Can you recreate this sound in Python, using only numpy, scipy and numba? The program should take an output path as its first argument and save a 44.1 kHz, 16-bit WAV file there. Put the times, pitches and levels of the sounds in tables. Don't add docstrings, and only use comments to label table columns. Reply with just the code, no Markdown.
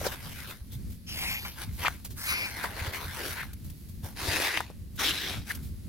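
import sys
import numpy as np
from scipy import signal
from scipy.fft import rfft, irfft, next_fast_len
from scipy.io import wavfile
from scipy.ndimage import uniform_filter1d, map_coordinates
from numba import njit

SR = 44100
rng = np.random.default_rng(int(sys.argv[2]) if len(sys.argv) > 2 else 0)


def transcribe(signal):
    frames = np.atleast_2d(signal).T
    limited = np.clip(frames, -1, 1)
    pcm = np.round(limited * 32767).astype(np.int16)
    wavfile.write(sys.argv[1], SR, pcm)


N = 259308
T = np.arange(N) / SR

# (start [s], press [s], bite [s], drag [s], level [dB], clods [rel. dB], sand [rel. dB])
HAND_STROKES = [(-0.03, 0.1, 0.006, 0.0033, -38, -1.5, 0), (0.102, 0.0093, 0.019, 0.004, -39, -6, -1.5),
                (0.185, 0.056, 0.22, 0.028, -48.5, -10.5, -2), (0.448, 0.039, 0.042, 0.002, -49, -3.5, 0),
                (0.54, 0.028, 0.27, .09, -75, -5, 7), (1.547, 0.07, 0.024, 0.0041, -45, -6, -0.5),
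                (1.767, 0.074, 0.011, 0.025, -37.5, -7, -2.5),
                (2.154, 0.13, 0.029, .005, -38.5, -12.5, 4.5),
                (2.256, 0.069, 0.0022, 0.17, -34.5, -9.5, -3), (2.53, 0.045, 0.066, 0.026, -44, -5, -4.5),
                (2.614, 0.012, 0.026, 0.011, -39, -3, -3.5), (2.675, 0.12, 0.11, 0.12, -40.5, -4, -7),
                (2.912, 0.018, 0.045, 0.16, -40, -10.5, -3), (3.12, 0.076, 0.14, 0.081, -40, -13, -2),
                (3.335, 0.033, 0.02, 0.002, -42, -7.5, -18), (4.018, 0.025, 0.036, 0.015, -53, 2, 5.5),
                (5.445, 0.06, 0.014, 0.0011, -43.5, -9.5, 1.5)]
SPOON_STROKES = [(1.063, 0.16, 0.13, 0.13, -38.5, -14, 1.5), (4.15, .17, 0.17, 0.085, -32, -7.5, -5),
                 (4.972, 0.027, 0.11, 0.22, -31.5, -9, -5.5)]
# (frequency [Hz], gain [dB])
HAND_TONE = [(280, -8.5), (747, -10.5), (997, -4), (1320, -2.5), (1570, 4.5), (1820, -1), (2100, 2.5),
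             (2710, -3.5), (4130, -6.5), (7500, -25.5), (10800, -17.5), (16000, -21.5)]
PUSH_TONE = [(290, -23), (1280, -21), (2400, -13), (3900, -17.5), (5000, -16), (6000, -20.5), (8700, -21.5),
             (11800, -4.5), (16000, -19)]
DIG_TONE = [(280, 5), (760, -4.5), (1020, -3), (1330, -7.5), (1800, 2), (2250, -4.5), (2600, -1),
            (3050, -7), (3800, -3.5), (4650, -7.5), (7600, -19), (10100, -12.5), (16000, -19.5)]
SCOOP_TONE = [(280, 0.5), (465, -7.5), (1100, -12), (1550, -4.5), (2450, -5.5), (3360, -4.5), (3950, -7.5),
              (4500, -14.5), (5600, -14.5), (6300, -23), (8270, -27.5), (11600, -22.5), (16000, -27.5)]
# (start [s], end [s], level [dB], start pitch [Hz], end pitch [Hz], width [Hz])
RASPS = [(0.058, 0.082, -39.5, 5000, 4200, 2600), (0.71, 0.762, -60, 3460, 3580, 700),
         (1.071, 1.144, -45.5, 5340, 5100, 1300), (1.077, 1.192, -45, 2930, 2680, 900),
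         (1.18, 1.394, -37, 2300, 2420, 786), (1.846, 1.88, -29, 1030, 1220, 696),
         (1.855, 1.876, -24, 1920, 2030, 1170), (2.274, 2.466, -32.5, 2340, 2280, 565),
         (2.55, 2.673, -47, 2090, 2040, 260), (2.29, 2.46, -42.5, 4550, 4930, 1200),
         (3.182, 3.297, -41.5, 400, 358, 272), (3.374, 3.439, -40, 1760, 2070, 1010),
         (4.439, 4.519, -33, 2200, 1840, 650), (4.535, 4.581, -32.5, 1970, 2400, 900),
         (5.044, 5.117, -30.5, 3500, 3100, 1480), (5.004, 5.302, -42, 3800, 3350, 1100),
         (5.501, 5.515, -32, 1770, 1750, 556)]
# (time [s], level [dB], pitch [Hz], t60 [s])
CRACKS = [(0.014, -24.5, 580, 0.016), (0.0652, -17.5, 520, 0.032), (0.116, -33.5, 700, 0.065),
          (1.4499, -29, 1656, 0.11), (1.881, -12, 1790, 0.012), (2.642, -26, 1020, 0.13),
          (3.4319, -30.5, 1630, 0.0078), (4.294, -37, 2000, 0.0071), (4.5729, -14.5, 2000, 0.0074),
          (4.574, -15.5, 2500, 0.007), (4.604, -18.5, 1170, 0.028), (4.7, -36.5, 580, 0.056)]
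# (time [s], level [dB], length [s])
SPILLS = [(0.715, -47.5, 0.062), (0.894, -52.5, 0.085), (1.698, -49, 0.38), (2.045, -37, 0.028),
          (2.101, -47, 0.045), (3.531, -43.5, 0.013), (3.643, -53, 0.028), (3.698, -47.5, 0.014),
          (3.54, -60.5, 1), (3.884, -56, 0.032), (4.954, -50, 0.043), (5.547, -39, 0.022),
          (5.62, -51, 0.095)]
# (frequency [Hz], gain [dB])
SPILL_TONE = [(760, -1), (1300, -5), (3790, 1.5), (9270, -0.5), (12300, 6.5), (16000, 2.5)]
# (time [s], peak [dB], pitch [Hz])
THUDS = [(0.613, -31.5, 61.5), (0.755, -34, 128), (0.888, -28.5, 75.5), (1.689, -29.5, 76.5),
         (2.815, -25, 85), (2.875, -26, 86), (3.046, -34, 67.5), (4.035, -28, 92), (4.283, -24.5, 86)]
# (time [s], level [dB])
RUMBLE_LEVEL = [(0, -39), (0.55, -46), (0.88, -40), (1.0, -47), (1.12, -43.5), (3.4, -45), (3.97, -46),
                (4.3, -43), (4.72, -46.5), (5.1, -41.5), (5.88, -43)]
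# (frequency [Hz], gain [dB])
RUMBLE_TONE = [(15, -11), (30, -16.5), (50, -0.5), (85, -0.5), (130, -8), (220, -10), (400, -28.5),
               (800, -45.5)]
# (time [s], level [dB])
HISS_LEVEL = [(4.0, -61), (4.8, -64), (5.88, -60.5)]
# (frequency [Hz], gain [dB])
HISS_TONE = [(500, 2), (1000, -12), (2000, -1), (3100, -6), (4500, 1), (7600, -16), (11000, 3.5),
             (16000, -11)]
# (frequency [Hz], side gain [dB], left minus right [dB])
MIC_RESPONSE = [(400, -11, 0), (1100, -5, 3.2), (2500, -4.5, 2.8), (5500, -2, .8), (12000, 0, -.4)]
# (time [s], left lag [ms], side gain [dB])
SCRAPE_PATH = [(0.95, 0, 0), (1.07, 0.12, -8), (1.27, 0.12, -15), (1.42, 0.165, -11), (1.55, 0.03, -1),
               (2.12, 0.03, -4), (2.28, 0.18, -6), (2.45, 0.18, -7), (2.55, 0, 0), (4.2, 0.018, -1.5),
               (5.0, -0.012, -2.5)]


def digging():
    hand = crunch(per_s=8000, spread_db=2.6, slip_db=1.5, clod_db=1.2, patchy_db=2.7)
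    spoon = crunch(per_s=7500, spread_db=2.0, slip_db=1.6, clod_db=1.1, patchy_db=2.4)
    spoon += undb(-12) * grains(per_s=70, spread_db=1)
    edge = crunch(per_s=12000, spread_db=0.5, slip_db=1.6, clod_db=0.5, patchy_db=1.5)
    out = scrape(hand, HAND_TONE, HAND_STROKES) + rasps(edge)
    for stroke, tone in zip(SPOON_STROKES, (PUSH_TONE, DIG_TONE, SCOOP_TONE)):
        out += scrape(spoon, tone, [stroke])
    return out


def crunch(per_s, spread_db, slip_db, clod_db, patchy_db):
    clicks = grains(per_s, spread_db) * undb(slip_db * stress(per_s=230) + clod_db * stress(per_s=45))
    spectra = signal.stft(clicks, nperseg=512)[2]
    patches = rng.standard_normal(spectra.shape[1:])
    for _ in range(2):
        patches = uniform_filter1d(patches, size=4, axis=0)
        patches = uniform_filter1d(patches, size=7, axis=1)
    spectra *= undb(patchy_db * unit(patches))
    return unit(signal.istft(spectra)[1][:, :N])


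def grains(per_s, spread_db):
    size = undb(spread_db * np.minimum(rng.exponential(size=N), 5))
    hits = rng.random(N) < per_s / SR
    return unit(hits * size * rng.choice([-1, 1], (2, N)))


def stress(per_s):
    breaks = np.flatnonzero(rng.random(N) < per_s / SR)
    ramp = np.interp(np.arange(N), breaks, np.arange(len(breaks))) % 1
    return np.sqrt(12) * (ramp - .5)


def scrape(grit, tone, strokes, sand_fade_db_per_s=6):
    power = np.zeros((3, N))
    for start_s, press_s, bite_s, drag_s, db, clod_db, sand_db in strokes:
        force = undb(db) * pressure(start_s, press_s, bite_s, drag_s)
        sand = undb(sand_db - sand_fade_db_per_s * np.maximum(T - start_s, 0))
        power += np.array([force * undb(clod_db), force, force * sand]) ** 2
    coloured = colour(grit, tone)
    bands_hz = (280, 900), (900, 6000), (6000, 16000)
    return sum(unit(band(coloured, *hz)) * gain for hz, gain in zip(bands_hz, np.sqrt(power)))


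def pressure(start_s, press_s, bite_s, drag_s):
    touch_db, touch_s = -12, 0.03
    give_db, give_tau_s, lift_tau_s = -6, 0.0044, 0.048
    age_s = np.maximum(T - start_s, 0)
    loose_s = np.maximum(age_s - press_s - bite_s, 0)
    press = np.minimum(age_s / touch_s, 1) * undb(touch_db * np.maximum(1 - age_s / press_s, 0))
    give = undb(give_db * (1 - np.exp(-loose_s / give_tau_s)))
    lift = np.exp(-np.maximum(loose_s - drag_s, 0) / lift_tau_s)
    return press * give * lift


def rasps(grit):
    out = np.zeros((2, N))
    for start_s, end_s, db, start_hz, end_hz, width_hz in RASPS:
        hz = np.interp(T, (start_s, end_s), (start_hz, end_hz))
        ring = np.array([resonate(resonate(row, hz, width_hz), hz, width_hz) for row in grit])
        fade_s = (end_s - start_s) / 4
        gate = np.clip(np.minimum(T - start_s, end_s - T) / fade_s + .5, 0, 1)
        out += unit(ring) * undb(db) * gate
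    return out


def cracks(snap_db=-17, crumble_db=-6.5, build_s=0.00134, decay_cycles=1.6):
    out = np.zeros((2, N))
    for time_s, db, hz, t60_s in CRACKS:
        near = np.abs(T - time_s) < .1
        age_s = T[near] - time_s - build_s
        burst = rng.standard_normal((2, len(age_s)))
        crack = undb(crumble_db) * unit(band(burst, hz / 2, hz * 1.53, order=2))
        crack += undb(snap_db) * unit(band(burst, 1600, 12000, order=1))
        cycles = hz * np.maximum(age_s, 0)
        crack[0] += np.sin(2 * np.pi * cycles) * np.exp(-cycles / decay_cycles)
        envelope = np.exp(np.minimum(age_s / build_s, -np.log(1000) * age_s / t60_s))
        out[:, near] += undb(db) * crack * envelope
    return out


def spills():
    flow = np.zeros(N)
    for time_s, db, length_s in SPILLS:
        flow += undb(db) * swell(time_s, rise_s=length_s / 4)
    return unit(colour(grains(per_s=5000, spread_db=2.5), SPILL_TONE)) * flow


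def thuds():
    out = np.zeros(N)
    for time_s, db, hz in THUDS:
        out += undb(db) * np.sin(2 * np.pi * hz * (T - time_s)) * swell(time_s, rise_s=0.0066)
    return out


def rumble(side_db=-6, flutter_db=2.5, upper_drift_db=1.0):
    flow = unit(colour(rng.standard_normal((2, N)), RUMBLE_TONE))
    upper = signal.sosfiltfilt(signal.butter(2, 190, "high", fs=SR, output="sos"), flow)
    mid, side = flow + upper * (undb(upper_drift_db * drift(per_s=10)) - 1)
    gust = undb(np.interp(T, *np.transpose(RUMBLE_LEVEL)) + flutter_db * drift(per_s=14))
    return gust * (mid + undb(side_db) * side * np.array([[1], [-1]]))


def hiss():
    gain = undb(np.interp(T, *np.transpose(HISS_LEVEL)))
    return unit(colour(rng.standard_normal((2, N)), HISS_TONE)) * gain


def microphones(soil):
    hz, side_db, pan_db = np.transpose(MIC_RESPONSE)
    times_s, lag_ms, path_side_db = np.transpose(SCRAPE_PATH)
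    mid, side = soil
    side = colour(side, zip(hz, side_db)) * undb(np.interp(T, times_s, path_side_db))
    lag_s = np.interp(T, times_s, lag_ms) / 1000
    left = map_coordinates(mid + side, [(T - lag_s) * SR], order=5, mode="mirror")
    return np.array([colour(left, zip(hz, pan_db / 2)), colour(mid - side, zip(hz, -pan_db / 2))])


def undb(db):
    return 10 ** (np.asarray(db) / 20)


def unit(x):
    return x / np.sqrt(np.mean(x ** 2))


def swell(start_s, rise_s):
    rises = np.maximum(T - start_s, 0) / rise_s
    return rises * np.exp(1 - rises)


def drift(per_s):
    hold = int(SR / per_s)
    steps = np.repeat(rng.standard_normal(N // hold + 1), hold)
    return unit(uniform_filter1d(steps, hold)[:N])


def colour(x, points):
    hz, db = np.transpose(sorted(points))
    size = 2 * next_fast_len(N // 2 + 4096)
    bins_hz = np.maximum(np.fft.rfftfreq(size, 1 / SR), 1)
    gain = undb(np.interp(np.log(bins_hz), np.log(hz), db))
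    cepstrum = irfft(np.log(gain))
    cepstrum[1:size // 2] *= 2
    cepstrum[size // 2 + 1:] = 0
    return irfft(rfft(x, size) * np.exp(rfft(cepstrum)))[..., :N]


def band(x, lo_hz, hi_hz, order=4):
    return signal.sosfilt(signal.butter(order, [lo_hz, hi_hz], "band", fs=SR, output="sos"), x)


@njit
def resonate(x, hz, width_hz):
    out = np.empty(len(x))
    band_state, low_state = 0., 0.
    for i in range(len(x)):
        g, damping = np.tan(np.pi * hz[i] / SR), width_hz / hz[i]
        passed = (band_state + g * (x[i] - low_state)) / (1 + g * (g + damping))
        band_state = 2 * passed - band_state
        low_state += 2 * g * passed
        out[i] = damping * passed
    return out


def scene():
    soil = digging() + cracks() + spills()
    bass = thuds() + rumble()
    return microphones(soil) + bass + hiss()


def record(dry):
    cutoff_hz = 15900
    return signal.sosfilt(signal.ellip(10, .2, 70, cutoff_hz, fs=SR, output="sos"), dry)


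dry = scene()
out = record(dry)
transcribe(out)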